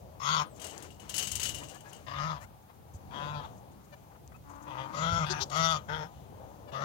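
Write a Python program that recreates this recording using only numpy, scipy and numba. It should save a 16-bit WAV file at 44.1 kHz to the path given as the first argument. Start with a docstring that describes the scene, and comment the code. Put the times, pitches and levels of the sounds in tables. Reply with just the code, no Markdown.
"""An open field, beside a chain-link fence: small goats grunt short hoarse bleats close to a hand-held phone.
Each bleat is a source-filter voice: uneven glottal pulses and breath ring the resonances of the tract.
One goat leans on the fence, whose damped modes rattle and tick and whose stick-slip squeaks.
Behind lie noise bands for far traffic and bass wind, a rustle, a falling bird whistle and a far hum.
The right microphone port is half covered, so the field reaches it late and dull."""
import sys
import numpy as np
from scipy import signal
from scipy.fft import rfft, irfft
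from scipy.io import wavfile
from scipy.ndimage import uniform_filter1d
from numba import njit

SR = 44100
rng = np.random.default_rng(int(sys.argv[2]) if len(sys.argv) > 2 else 0)


def pcm_store(signal):
    """Save signal as 16-bit PCM."""
    levels = np.round(np.clip(np.atleast_2d(signal), -1, 1) * 32767)
    wavfile.write(sys.argv[1], SR, levels.astype(np.int16).T)


N = 301644
TIME = np.arange(N) / SR

# Levels hold ahead of the port gains; a width is that of one filter pass.
# Wind and traffic: (time [s], wind level [dB], drone level [dB])
AIR = [(0.0, -54.5, -58.5), (0.6, -54, -53), (0.95, -55, -55.5), (1.6, -49.5, -55.5), (1.75, -57, -57.5),
       (2.28, -49, -53.5), (2.63, -61, -60.5), (2.97, -52, -59.5), (3.2, -54, -46.5), (3.49, -52.5, -52),
       (3.87, -63, -55), (4.42, -54.5, -59.5), (4.99, -54.5, -48), (5.12, -41, -54), (5.31, -49.5, -49),
       (5.9, -54, -55), (6.67, -57, -57.5), (6.84, -58, -54)]
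# Relative spectrum of the traffic: (frequency [Hz], density [dB per Hz])
DRONE_SPECTRUM = [(71, -31), (120, -0.5), (307, -4), (361, -10), (482, -3.5), (731, 0), (1280, -20),
                  (1400, -42), (2410, -30.5), (6740, -32), (9000, -38.5), (11700, -67), (19800, -120)]
# Gusts thump the phone: (time [s], blow [dB], frequency [Hz])
BUMPS = [(2.889, -52, 83.4), (2.945, -32, 80.6), (5.123, -27, 104)]
# Gliding bird whistle: (time [s], frequency [Hz], level [dB])
BIRD = [(.465, 9490, -64.5), (.49, 8600, -74), (.52, 7900, -68), (.55, 7320, -77)]
# A goat further off hums: (time [s], pitch [Hz], level [dB])
FAR_HUM = [(4.44, 283.7, -72), (4.5, 287.8, -60), (4.606, 287.4, -59.5), (4.733, 305.7, -57),
           (4.893, 302, -59), (4.93, 321, -56)]
# Microphone hiss re HISS_DB: (frequency [Hz], level [dB])
HISS_SPECTRUM = [(40, 10), (3000, 0), (7000, -6.5), (11000, -2.5), (15000, 0.5)]

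# Wire knocks wire: (time [s], strength [dB], treble [dB re strength])
KNOCKS = [(0.597, -45.5, -6), (0.616, -38.5, -11), (0.642, -36.5, -11), (0.666, -42.5, -6),
          (0.696, -46, -11), (0.73, -56, -16), (0.7806, -64, 9), (0.8228, -47, -1.5), (0.9047, -53.5, -9),
          (0.9977, -49.5, -7.5), (1.0775, -58, -21), (1.0933, -32.5, -11), (1.141, -27, -12.5),
          (1.162, -30.5, -8), (1.1795, -24, -8), (1.195, -28.5, -29), (1.225, -26.5, -22),
          (1.27, -28.5, -15), (1.3155, -29.5, -6.5), (1.353, -28.5, -5.5), (1.367, -50, -20),
          (1.397, -27, -20), (1.414, -33, -22), (1.431, -23.5, -18), (1.445, -44, -16), (1.454, -26, -27),
          (1.49, -32, -8), (1.545, -33.5, -10), (1.584, -44, -4), (1.635, -43.5, -19), (1.684, -46, -11),
          (1.6937, -45.5, -12), (1.744, -49, -7), (1.8053, -59.5, 1.5), (1.929, -47, -6)]
# Wire modes: (frequency [Hz], level [dB], decay time to -60 dB [s])
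WIRE_MODES = [(2740, -4, .05), (2850, -1, .11), (2960, 0, .12), (3080, -3, .09), (3200, -3, .05),
              (3810, -9, .04), (4590, -7, .04), (5510, -7, .04), (6300, -7, .04), (6600, -4, .04),
              (6980, -6, .04), (7260, -8, .04), (7750, -2, .075), (8210, -2, .05), (9200, -10, .03),
              (12300, -14, .03), (14800, -11, .03)]
# Rumble of the posts: (time [s], level [dB])
RUMBLE = [(.56, -69), (.61, -54), (.85, -50.5), (.98, -81), (1.02, -61.5), (1.22, -47.5), (1.32, -58.5),
          (1.5, -53), (1.63, -53), (1.69, -65), (1.72, -51.5), (1.76, -50.5), (1.78, -64), (1.84, -64),
          (1.86, -50.5), (1.89, -59), (2.06, -64.5)]
# Dry single ticks: (time [s], blow [dB], frequency [Hz])
TICKS = [(0.7793, -27.5, 6800), (0.8036, -40, 6400), (4.277, -39.5, 6530)]
# Wire slips on a post: (time [s], length [s], slip rate at start, middle, end [Hz], level [dB],
# ring [Hz], ring width [Hz], peak of the ground tone [dB re level])
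SQUEAKS = [(1.598, 0.048, 1020, 970, 1160, -58, 1490, 1200, 6),
           (1.728, 0.059, 800, 850, 900, -58, 1680, 600, -13),
           (1.838, 0.068, 800, 840, 850, -57, 1690, 600, -16),
           (2.391, 0.074, 615, 610, 840, -53, 1250, 597, -4),
           (2.685, 0.04, 490, 700, 420, -66, 1290, 1510, -5),
           (3.916, 0.041, 610, 585, 580, -55, 1290, 2040, -2),
           (4.103, 0.041, 1150, 1150, 900, -79, 2100, 1200, 9),
           (4.136, 0.043, 903, 800, 640, -71, 1600, 900, -8),
           (4.312, 0.028, 620, 640, 430, -63, 1400, 900, -8),
           (4.332, 0.046, 1140, 1300, 1260, -64, 2500, 700, 7.5),
           (5.291, 0.049, 360, 372, 368, -36, 4760, 2800, 0.5),
           (5.395, 0.055, 371, 391, 372, -34, 4110, 1910, -8.5),
           (5.496, 0.013, 387, 380, 360, -49, 4500, 5000, -22),
           (6.667, 0.048, 622, 570, 580, -59.5, 2430, 3000, 10)]
# One value a squeak: (timing jitter [cycles])
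SLIP_UNEVEN = [.03, .012, .012, .02, .04, .012, .02, .04, .03, .02, .004, .005, .01, .003]
# One value a squeak: (share by which the ring climbs [1])
RING_RISE = [0, 0, 0, 0, 0, 0, 0, 0, 0, 0, 0, .25, 0, 0]

# One curve a bleat: (time [s], pitch [Hz], level [dB])
BLEATS = [
    [(0.197, 122.7, -28), (0.213, 125.2, -39), (0.287, 147.2, -30), (0.325, 161.7, -30),
     (0.339, 162.1, -30), (0.399, 150.2, -30), (0.427, 148, -33), (0.436, 144, -39)],
    [(2.063, 121.6, -34), (2.079, 123.4, -43), (2.129, 139.2, -44), (2.207, 143.1, -38),
     (2.263, 160, -38.5), (2.297, 157.1, -40), (2.321, 157.1, -38), (2.38, 133, -51)],
    [(3.108, 121.4, -28), (3.12, 123.8, -47), (3.15, 138.6, -45.5), (3.208, 143.8, -42),
     (3.232, 144.7, -42.5), (3.342, 149.9, -41.5), (3.402, 143.6, -44.5), (3.45, 140, -76)],
    [(4.656, 147.8, -53), (4.678, 147.5, -50), (4.73, 128, -47), (4.774, 129.1, -46), (4.81, 132.4, -42),
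     (4.866, 133.9, -50), (4.88, 134.5, -61)],
    [(4.922, 135, -45), (4.952, 143.5, -41.5), (4.982, 145.9, -38.5), (5.024, 162.6, -33),
     (5.096, 168.3, -35), (5.18, 168.4, -33), (5.232, 154.4, -33.5), (5.25, 149.8, -36.5)],
    [(5.25, 152.5, -33), (5.26, 153.3, -43), (5.302, 153.3, -41), (5.326, 148.2, -41), (5.356, 150.5, -43),
     (5.384, 149.6, -44.5), (5.388, 151.2, -44.5), (5.43, 134.7, -46.5)],
    [(5.498, 131.5, -44), (5.535, 140.7, -38.5), (5.563, 158.8, -31.5), (5.605, 162.9, -31),
     (5.671, 163.6, -30.5), (5.721, 162, -32.5), (5.763, 147.8, -33), (5.79, 144, -51)],
    [(5.877, 139, -48), (5.889, 145.4, -41), (5.909, 149.8, -43), (5.929, 155.6, -39.5),
     (5.973, 156.5, -45.5), (6.013, 150, -43.5), (6.037, 155.5, -43.5), (6.07, 153, -54.5)],
    [(6.716, 137.7, -33), (6.738, 137.2, -43.5), (6.766, 132.2, -40.5), (6.8, 135.7, -41.5),
     (6.822, 144, -34), (6.828, 139, -40), (6.84, 151.5, -33)],
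]
# Widest mouth opening, one value a bleat: (time [s])
CRESTS = [.33, 2.28, 3.3, 4.78, 5.13, 5.3, 5.65, 5.93, 6.86]
# Roughness of each bleat, 0 to 1: (start [1], crest [1], release [1])
HOARSENESS = [(.7, .45, .25), (.75, .4, .4), (.6, .1, .2), (.55, .22, .25), (.75, .23, .4), (.4, .35, .4),
              (.6, .08, .35), (.45, .25, .35), (.6, .4, .4)]
# Resonances of each bleat: (throat [Hz], mouth [Hz], palate [Hz], nose [Hz],
# frequency scale of the rasp [1], rasp tilt [dB per octave])
RESONANCES = [(555, 1085, 1360, 1940, 0.995, 1), (620, 1033, 1283, 1700, 1.06, -9.5),
              (604, 1000, 1380, 1430, 0.985, -10), (550, 970, 1250, 1770, 0.977, -16),
              (588, 1040, 1381, 2040, 1.02, -5.5), (710, 962, 1210, 1480, 1.047, -8),
              (657, 1087, 1338, 1930, 1.02, -2), (516, 933, 1190, 1470, 0.964, -1.5),
              (580, 1150, 1350, 1710, 1.046, -4.5)]
# Colour of each bleat: (palate at the crest [dB re mouth], throat, nose, rasp, chest peak [dB re level])
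COLOURS = [(-1.5, -23.5, -13.5, -7.5, -12.5), (4, -13, -9, -8.5, -3.5), (-12, -12.5, -12.5, -8.5, -7.5),
           (-7, -8, -13.5, -10, -5), (13.5, -10.5, -10.5, -8.5, -6.5), (-3, -9, -1.5, -0.5, -4.5),
           (16, -9.5, -11.5, -5.5, -10), (-14, -3, -1, -6.5, -4.5), (7.5, -10, -11, -11, -6.5)]
# Upper resonances before scale and tilt: (frequency [Hz], width [Hz], level [dB])
RASP = [(2482, 520, 2), (3360, 545, 7.5), (4540, 770, 6.5), (5420, 680, 6), (6686, 680, 1),
        (8050, 12400, -11), (13900, 13000, -19)]
# Added to the five lowest rasp resonances, one row a bleat: (level [dB], five times)
RASP_LEVELS = [(-0.43, 6.5, 1.5, 3, 2.5), (-1.8, 0.5, 0.5, -7, -2.5), (1.8, 2.5, 2, -2, -2),
               (0, 3, -3, -4, 1), (0, 4, 0, 0, 2.5), (-0.15, 0, -4, -0.5, -8), (0, 0, -1, -3, -0.5),
               (-2, 6, -5, 3, -0.5), (0, 3, 0, -2, -2)]

# The links go on shaking after every knock; slope in dB of shake per dB of knock
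JINGLE_DB, JINGLE_T60_S, JINGLE_SLOPE = -24.5, 0.27, 0.8
# Blows softer than SOFT_DB ring the modes below SOFT_HZ relatively more, by SOFT_LIFT dB per dB
SOFT_HZ, SOFT_DB, SOFT_LIFT = 3300, -30, .5
SCRAPE_DB = -57

THROAT_WIDTH_HZ, MOUTH_WIDTH_HZ, PALATE_WIDTH_HZ, NOSE_WIDTH_HZ = 220, 175, 130, 600
FILL_HZ, FILL_WIDTH_HZ, FILL_DB = 1214, 790, -7.5  # broad hoarseness between the resonances
HUM_HZ, HUM_WIDTH_HZ, HUM_DB = 1000, 480, 7.7  # throat of the far goat; dB re its ground tone
ATTACK_S, RELEASE_S, RELEASE_DB = .022, .018, -25
BREATH_T60_S, BREATH_DB = 0.2, -16.5  # breath runs on after the folds stop; dB re the loudest moment
PALATE_LOSS_START_DB, PALATE_LOSS_END_DB = 11, 8
RASP_LOSS_START_DB, RASP_LOSS_END_DB, CHEST_LOSS_START_DB = 2.5, 3.5, 5.5
THROAT_EARLY_DB = 2.5  # the throat is heard more while the mouth is still nearly shut
# Shares by which resonances lie lower at the start or the release
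PALATE_DROP_START, PALATE_DROP_END, MOUTH_DROP_END, RASP_DROP_END = .16, .1, 0.065, 0.11
WAVER_DB, RASP_FLICKER_DB = 0.95, 2.5
PUFF_CYCLES = .7  # time constant of each breath puff
SPREAD_T60_S, SCATTER_DB = .014, 3  # the upper resonances answer each pulse over a few ms

PORT_HZ, PORT_WIDTH_HZ, PORT_DB = 6530, 1160, 0.18  # resonance of the open port
COVER_HZ, COVER_DB, COVER_LAG = 185, -3.5, 8  # lag in samples
LEAK_HZ, LEAK_DB = 4670, -25  # sound that creeps round the cover
OPEN_DB = 5  # gain of both ports
HISS_DB, TOP_HZ = -64, 15800


def undb(db):
    """Level to amplitude: twenty decibels are a factor of ten."""
    return 10 ** (np.asarray(db) / 20)


def unit(x):
    """Normalisation to a root-mean-square of one."""
    return x / np.sqrt(np.mean(x ** 2))


@njit
def svf(x, hz, width):
    """State-variable resonance: a band-pass with a moving centre, gain 1 there."""
    y, band_state, low_state = np.empty(len(x)), 0., 0.
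    for i in range(len(x)):
        g, k = np.tan(np.pi * hz[i] / SR), width / hz[i]
        v = (band_state + g * (x[i] - low_state)) / (1 + g * (g + k))
        band_state = 2 * v - band_state
        low_state += 2 * g * v
        y[i] = k * v
    return y


def band(x, hz, width):
    """Resonance about a fixed or moving centre, kept inside the audible range."""
    return svf(x + 1e-18, np.clip(hz + np.zeros(len(x)), 20., .45 * SR), 1. * width)


def band2(x, hz, width):
    """Cascaded resonance: two equal passes steepen the skirts."""
    return band(band(x, hz, width), hz, width)


def twice(x, hz, width):
    """Cascaded resonance at unit level."""
    return unit(band2(x, hz, width))


def ring(x, hz, t60):
    """Damped free vibration: one mode decays exponentially, its envelope starting at the blow's size."""
    pole = np.exp(2j * np.pi * hz / SR - np.log(1000) / (t60 * SR))
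    return signal.lfilter([1], [1, -pole], x).imag


def walk(rate, size=N):
    """Slow random modulation: levels held 1 / rate s and slewed twice; spread near 1."""
    hold = int(SR / rate)
    levels = np.repeat(rng.standard_normal(size // hold + 1), hold)
    return 1.33 * uniform_filter1d(uniform_filter1d(levels, hold), hold)[:size]


def pulses(hz, jitter, shimmer_db):
    """Quasi-periodic excitation: one pulse a cycle, jittered in time and size; also the phase in cycles."""
    phase = np.cumsum(hz) / SR
    cycle = np.arange(int(phase[-1])) + .5
    chance = rng.standard_normal((len(cycle), 2)).T
    due = np.searchsorted(phase, cycle)
    at = np.interp(cycle + jitter[due] * chance[0], phase, np.arange(len(hz) - 0.)).clip(0, len(hz) - 2)
    size = undb(shimmer_db[due] * chance[1].clip(-2, 1.3))
    out = np.zeros(len(hz))
    # share each pulse between the two nearest samples
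    np.add.at(out, at.astype(int), size * (1 - at % 1))
    np.add.at(out, at.astype(int) + 1, size * (at % 1))
    return out, phase


def blows(times, sizes):
    """Impulsive excitation: single-sample blows."""
    out = np.zeros(N)
    np.add.at(out, (np.asarray(times) * SR).astype(int), sizes)
    return out


def taps(table, t60):
    """Impulse response of single modes: damped blows at (time [s], blow [dB], frequency [Hz])."""
    return sum(ring(blows([s], undb(db)), hz, t60) for s, db, hz in table)


def smear(x, t60, db):
    """Diffuse reflection: convolution with a short tail of decaying noise."""
    tail = rng.standard_normal(6000) * undb(-60 * np.arange(6000) / SR / t60)
    return undb(db) * signal.fftconvolve(x, tail / np.sqrt(np.sum(tail ** 2)))[:len(x)]


def spread(x, t60):
    """Scattering: each pulse gains a short tail of echoes whose pattern slowly turns into another."""
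    turn = np.linspace(0, 1.5 * np.pi, len(x))
    return x + np.cos(turn) * smear(x, t60, SCATTER_DB) + np.sin(turn) * smear(x, t60, SCATTER_DB)


def whistle(table):
    """Frequency modulation: a near sine follows (time [s], frequency [Hz], level [dB])."""
    s, hz, db = np.transpose(table)
    gain = undb(np.interp(TIME, s, db, -200, -200))
    return np.sqrt(2) * gain * np.sin(2 * np.pi * np.cumsum(np.interp(TIME, s, hz)) / SR)


def traffic():
    """Filtered noise: half-octave bands that swell together and flicker alone make the far drone."""
    s, _, level_db = np.transpose(AIR)
    hz, density_db = np.transpose(DRONE_SPECTRUM)
    drone, swell = 0, walk(0.97)
    for f in 140 * 2 ** np.arange(0, 6.1, .5):
        colour_db = np.interp(np.log(f), np.log(hz), density_db) + 2.07 * swell + 3.4 * walk(8)
        drone = drone + undb(colour_db) * band2(rng.standard_normal(N), f, f / 2)
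    return unit(drone) * undb(np.interp(TIME, s, level_db))


def bass_noise():
    """Band-limited turbulence: one independent draw of low-frequency noise."""
    return unit(band(band(rng.standard_normal(N), 78.6, 81), 85.0, 86))


def wind():
    """Partial coherence: the bass noise of the wind is partly shared and partly differs at the two ports."""
    s, level_db, _ = np.transpose(AIR)
    shared, left, right = bass_noise(), bass_noise(), bass_noise()
    stir = undb(1.6 * walk(6.12)) * (0.87 * shared + 0.82 * np.array([left, right]))
    return stir * undb(np.interp(TIME, s, level_db))


def rustle():
    """Gated noise: faint brief treble rustles come and go, perhaps dry grass."""
    gate = np.maximum(walk(45) - 1.1, 0)
    return undb(-69.5) * gate * unit(band(rng.standard_normal(N), 6800, 2700))


def hum():
    """Source and filter: the far goat is a ground tone, and uneven breathy pulses through a broad throat."""
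    s, hz, db = np.transpose(FAR_HUM)
    beat, _ = pulses(np.interp(TIME, s, hz), np.full(N, .035), np.full(N, 3.))
    throat = twice(unit(beat) + .6 * rng.standard_normal(N), HUM_HZ, HUM_WIDTH_HZ)
    return whistle(FAR_HUM) + throat * undb(np.interp(TIME, s, db, -200, -200) + HUM_DB + 2 * walk(15))


def squeaks():
    """Stick-slip friction: regular pulses through a broad ring, swelling and fading."""
    out = np.zeros(N)
    for row, uneven, rise in zip(SQUEAKS, SLIP_UNEVEN, RING_RISE):
        s, length, *rates_hz, db, ring_hz, width, tone_db = row
        start, size = int(s * SR), int(length * SR)
        glide_hz = np.polyval(np.polyfit(range(3), rates_hz, 2), np.linspace(0, 2, size))
        slips, phase = pulses(glide_hz, np.full(size, uneven), np.full(size, 100 * uneven))
        ring_hz = ring_hz * (1 + rise * np.linspace(0, 1, size) ** 2)
        sound = band(band(slips, ring_hz, width), ring_hz, 1.5 * width) + 0.071 * slips
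        sound = unit(sound + smear(sound, .005, -5))
        sound += undb(tone_db) * np.sin(2 * np.pi * phase)
        scrape = twice(rng.standard_normal(size), 920, 610) * np.hanning(size)
        out[start:start + size] += undb(SCRAPE_DB) * scrape
        out[start:start + size] += undb(db) * sound * signal.windows.tukey(size, .85)
    return out


def jingle_level():
    """Energy addition: each knock sets the links shaking, and the decaying energies sum."""
    s, db, _ = np.transpose(KNOCKS)
    energy = blows(s, undb(2 * (JINGLE_SLOPE * db + JINGLE_DB)))
    shaking = signal.lfilter([1], [1, -undb(-120 / JINGLE_T60_S / SR)], energy)
    return np.sqrt(np.abs(uniform_filter1d(shaking, size=900, origin=449)))


def wire_modes():
    """Modal superposition: each knock rings the wire modes in its own mix; random link blows make chatter."""
    s, db, _ = np.transpose(KNOCKS)
    links = (rng.random(N) < 900 / SR) * undb(2.5 * rng.exponential(size=N))  # about 900 a second
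    mix = rng.standard_normal((len(s), len(WIRE_MODES)))
    knocks, chatter = 0, 0
    for k, (hz, mode_db, t60) in enumerate(WIRE_MODES):
        soft_db = (hz < SOFT_HZ) * SOFT_LIFT * np.maximum(SOFT_DB - db, 0)
        sizes = undb(db + mode_db - 22.0 + soft_db) * (1 + 1.38 * mix[:, k])
        knocks = knocks + ring(blows(s, sizes), hz, t60)
        chatter = chatter + undb(mode_db) * ring(links * rng.standard_normal(N), hz, t60)
    return knocks, unit(chatter)


def fence():
    """Modal density: distinct wire modes ring over noise for the unresolved ones; the posts rumble."""
    s, db, treble_db = np.transpose(KNOCKS)
    jingle = jingle_level()
    knocks, chatter = wire_modes()
    # the many unresolved modes die as a burst of noise
    n = np.arange(3000)
    fade = undb(-60 * n / SR / 0.06) * np.minimum(n / 110, 1)
    burst = signal.fftconvolve(blows(s, undb(db - 11)), fade)[:N] + undb(1) * jingle
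    sizzle = signal.fftconvolve(blows(s, undb(db + treble_db + 3.5)), fade)[:N] + undb(-36) * jingle
    noise = burst * unit(band(rng.standard_normal(N), 4060, 7200))
    noise += sizzle * unit(band(rng.standard_normal(N), 8300, 4000))
    rumble = undb(np.interp(TIME, *np.transpose(RUMBLE), -200, -200))
    posts = undb(3 * walk(25)) * unit(band(rng.standard_normal(N), 480, 630))
    return knocks + undb(4.5) * jingle * chatter + noise + rumble * posts


def upper_rasp(airy, scale, tilt_db, levels_db, after):
    """Higher formants: parallel upper resonances flicker singly in level and wander together in frequency."""
    wander = scale + .012 * walk(9, size=len(airy))  # slight and random
    sag = RASP_DROP_END * after ** 2
    rasp = 0
    for k, (hz, width, level_db) in enumerate(RASP):
        extra_db = levels_db[k] if k < len(levels_db) else 0
        slope_db = tilt_db * np.log2(hz / RASP[1][0])
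        flicker_db = RASP_FLICKER_DB * walk(34.6, size=len(airy))
        centre_hz = hz * (wander - sag * (k < 2))  # only the two lowest sag
        rasp = rasp + undb(level_db + extra_db + slope_db + flicker_db) * band2(airy, centre_hz, width)
    return unit(rasp)


def bleat(curve, crest, hoarse, resonances, colour, levels_db):
    """Source and filter: uneven glottal pulses and breath puffs ring the tract; the chest hums the pitch."""
    s, curve_hz, curve_db = np.transpose(curve)
    start, release = s[0], max(s[-1], crest + .01)
    throat_hz, mouth_hz, palate_hz, nose_hz, scale, tilt_db = resonances
    palate_db, throat_db, nose_db, rasp_db, chest_db = colour
    t = np.arange(start, release + BREATH_T60_S / 2, 1 / SR)
    # distance from the crest: 1 at the start, 1 from the release on
    before = np.clip((crest - t) / (crest - start), 0, 1)
    after = np.clip((t - crest) / (release - crest), 0, 1)
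    early, ending = before ** 2, after ** 2
    late = np.maximum(t - release, 0)

    hz = uniform_filter1d(np.interp(t, s, curve_hz), size=900, mode="nearest")
    db = np.interp(t, s, curve_db) + WAVER_DB * walk(34.1, size=len(t))
    db += RELEASE_DB * late / RELEASE_S
    breath_db = max(curve_db) + BREATH_DB - 60 * late / BREATH_T60_S
    breath_db = breath_db - 60 * before + 20 * np.log10(ending + 1e-6)
    rough = hoarse[1] + (hoarse[0] - hoarse[1]) * early + (hoarse[2] - hoarse[1]) * ending

    beat, phase = pulses(hz, .06 * rough, 5.5 * rough)
    puff = unit(np.exp(-(phase % 1) / PUFF_CYCLES) * rng.standard_normal(len(t)))
    source = unit(beat) + .4 * rough * puff
    # the upper resonances hear more breath
    airy = unit(spread(source, SPREAD_T60_S)) + (.4 + 1.5 * rough) * puff

    mouth = twice(source, mouth_hz * (1 - MOUTH_DROP_END * ending), MOUTH_WIDTH_HZ)
    moved_hz = palate_hz * (1 - PALATE_DROP_START * early - PALATE_DROP_END * ending)
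    palate = twice(source, moved_hz, PALATE_WIDTH_HZ)
    palate_gain = undb(palate_db - PALATE_LOSS_START_DB * early - PALATE_LOSS_END_DB * ending)
    # palate and throat enter with reversed sign
    voice = (mouth - palate_gain * palate) / np.sqrt(1 + palate_gain ** 2)
    voice += undb(nose_db) * twice(airy, nose_hz, NOSE_WIDTH_HZ)
    voice -= undb(throat_db + THROAT_EARLY_DB * early) * twice(source, throat_hz, THROAT_WIDTH_HZ)
    voice += undb(FILL_DB) * twice(airy, FILL_HZ, FILL_WIDTH_HZ)
    rasp_db = rasp_db - RASP_LOSS_START_DB * early - RASP_LOSS_END_DB * ending
    voice += undb(rasp_db) * upper_rasp(airy, scale, tilt_db, levels_db, after)
    chest_db = chest_db - CHEST_LOSS_START_DB * early + 2 * walk(37.0, size=len(t))
    voice += undb(chest_db) * np.sin(2 * np.pi * phase)

    breath = twice(rng.standard_normal(len(t)), mouth_hz, 480)
    breath += undb(-13.5) * twice(rng.standard_normal(len(t)), RASP[1][0], 1500)
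    attack = np.minimum((t - start) / ATTACK_S, 1)
    return voice * undb(db) * attack + undb(breath_db) * breath


def goats():
    """Superposition: every near bleat at its moment, with a short diffuse reflection off ground and fence."""
    out = np.zeros(N)
    for curve, *rest in zip(BLEATS, CRESTS, HOARSENESS, RESONANCES, COLOURS, RASP_LEVELS):
        voice, start = bleat(curve, *rest), int(curve[0][0] * SR)
        out[start:start + len(voice)] += voice[:N - start]
    return out + smear(out, .07, -13)


def ports(x, elsewhere):
    """Low-pass obstruction: left is open and rings in the treble; the covered right hears late and dull."""
    late = np.concatenate([np.zeros(COVER_LAG), x])[:N] + smear(x, .05, -8) + elsewhere
    pole = np.exp(-2 * np.pi * COVER_HZ / SR)
    dull = signal.lfilter([1 - pole], [1, -pole], late)
    creeping = late + walk(25) * smear(x, 0.092, 6.5)  # the diffuse part wavers at random
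    leak = signal.sosfilt(signal.butter(2, LEAK_HZ, fs=SR, output="sos"), creeping)
    right = undb(COVER_DB) * dull + undb(LEAK_DB) * leak
    left = x + undb(PORT_DB) * band(x, PORT_HZ, PORT_WIDTH_HZ)
    return np.array([left, right]) * undb(OPEN_DB)


def scene():
    """Superposition: the field passes the ports, while wind and gusts act on the phone directly."""
    drone = traffic()
    field = drone + rustle() + whistle(BIRD) + hum()
    field = field + taps(TICKS, 0.0012) + squeaks() + fence() + goats()
    # the drone arrives from all round, so part of it differs at the right port
    return ports(field, 0.53 * np.roll(drone, 3000)) + wind() + taps(BUMPS, 0.091)


def record(dry):
    """Band limitation: each microphone adds its own hiss; bass and top are cut."""
    hz, db = np.transpose(HISS_SPECTRUM)
    colour = undb(np.interp(np.log(np.fft.rfftfreq(N, 1 / SR) + 1), np.log(hz), db))
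    hiss = irfft(rfft(rng.standard_normal(dry.shape)) * colour, N)
    wet = dry + undb(HISS_DB) * hiss
    wet = signal.sosfilt(signal.butter(3, 48, "high", fs=SR, output="sos"), wet)
    return signal.sosfilt(signal.ellip(8, .2, 70, TOP_HZ, fs=SR, output="sos"), wet)


dry = scene()
out = record(dry)
pcm_store(out)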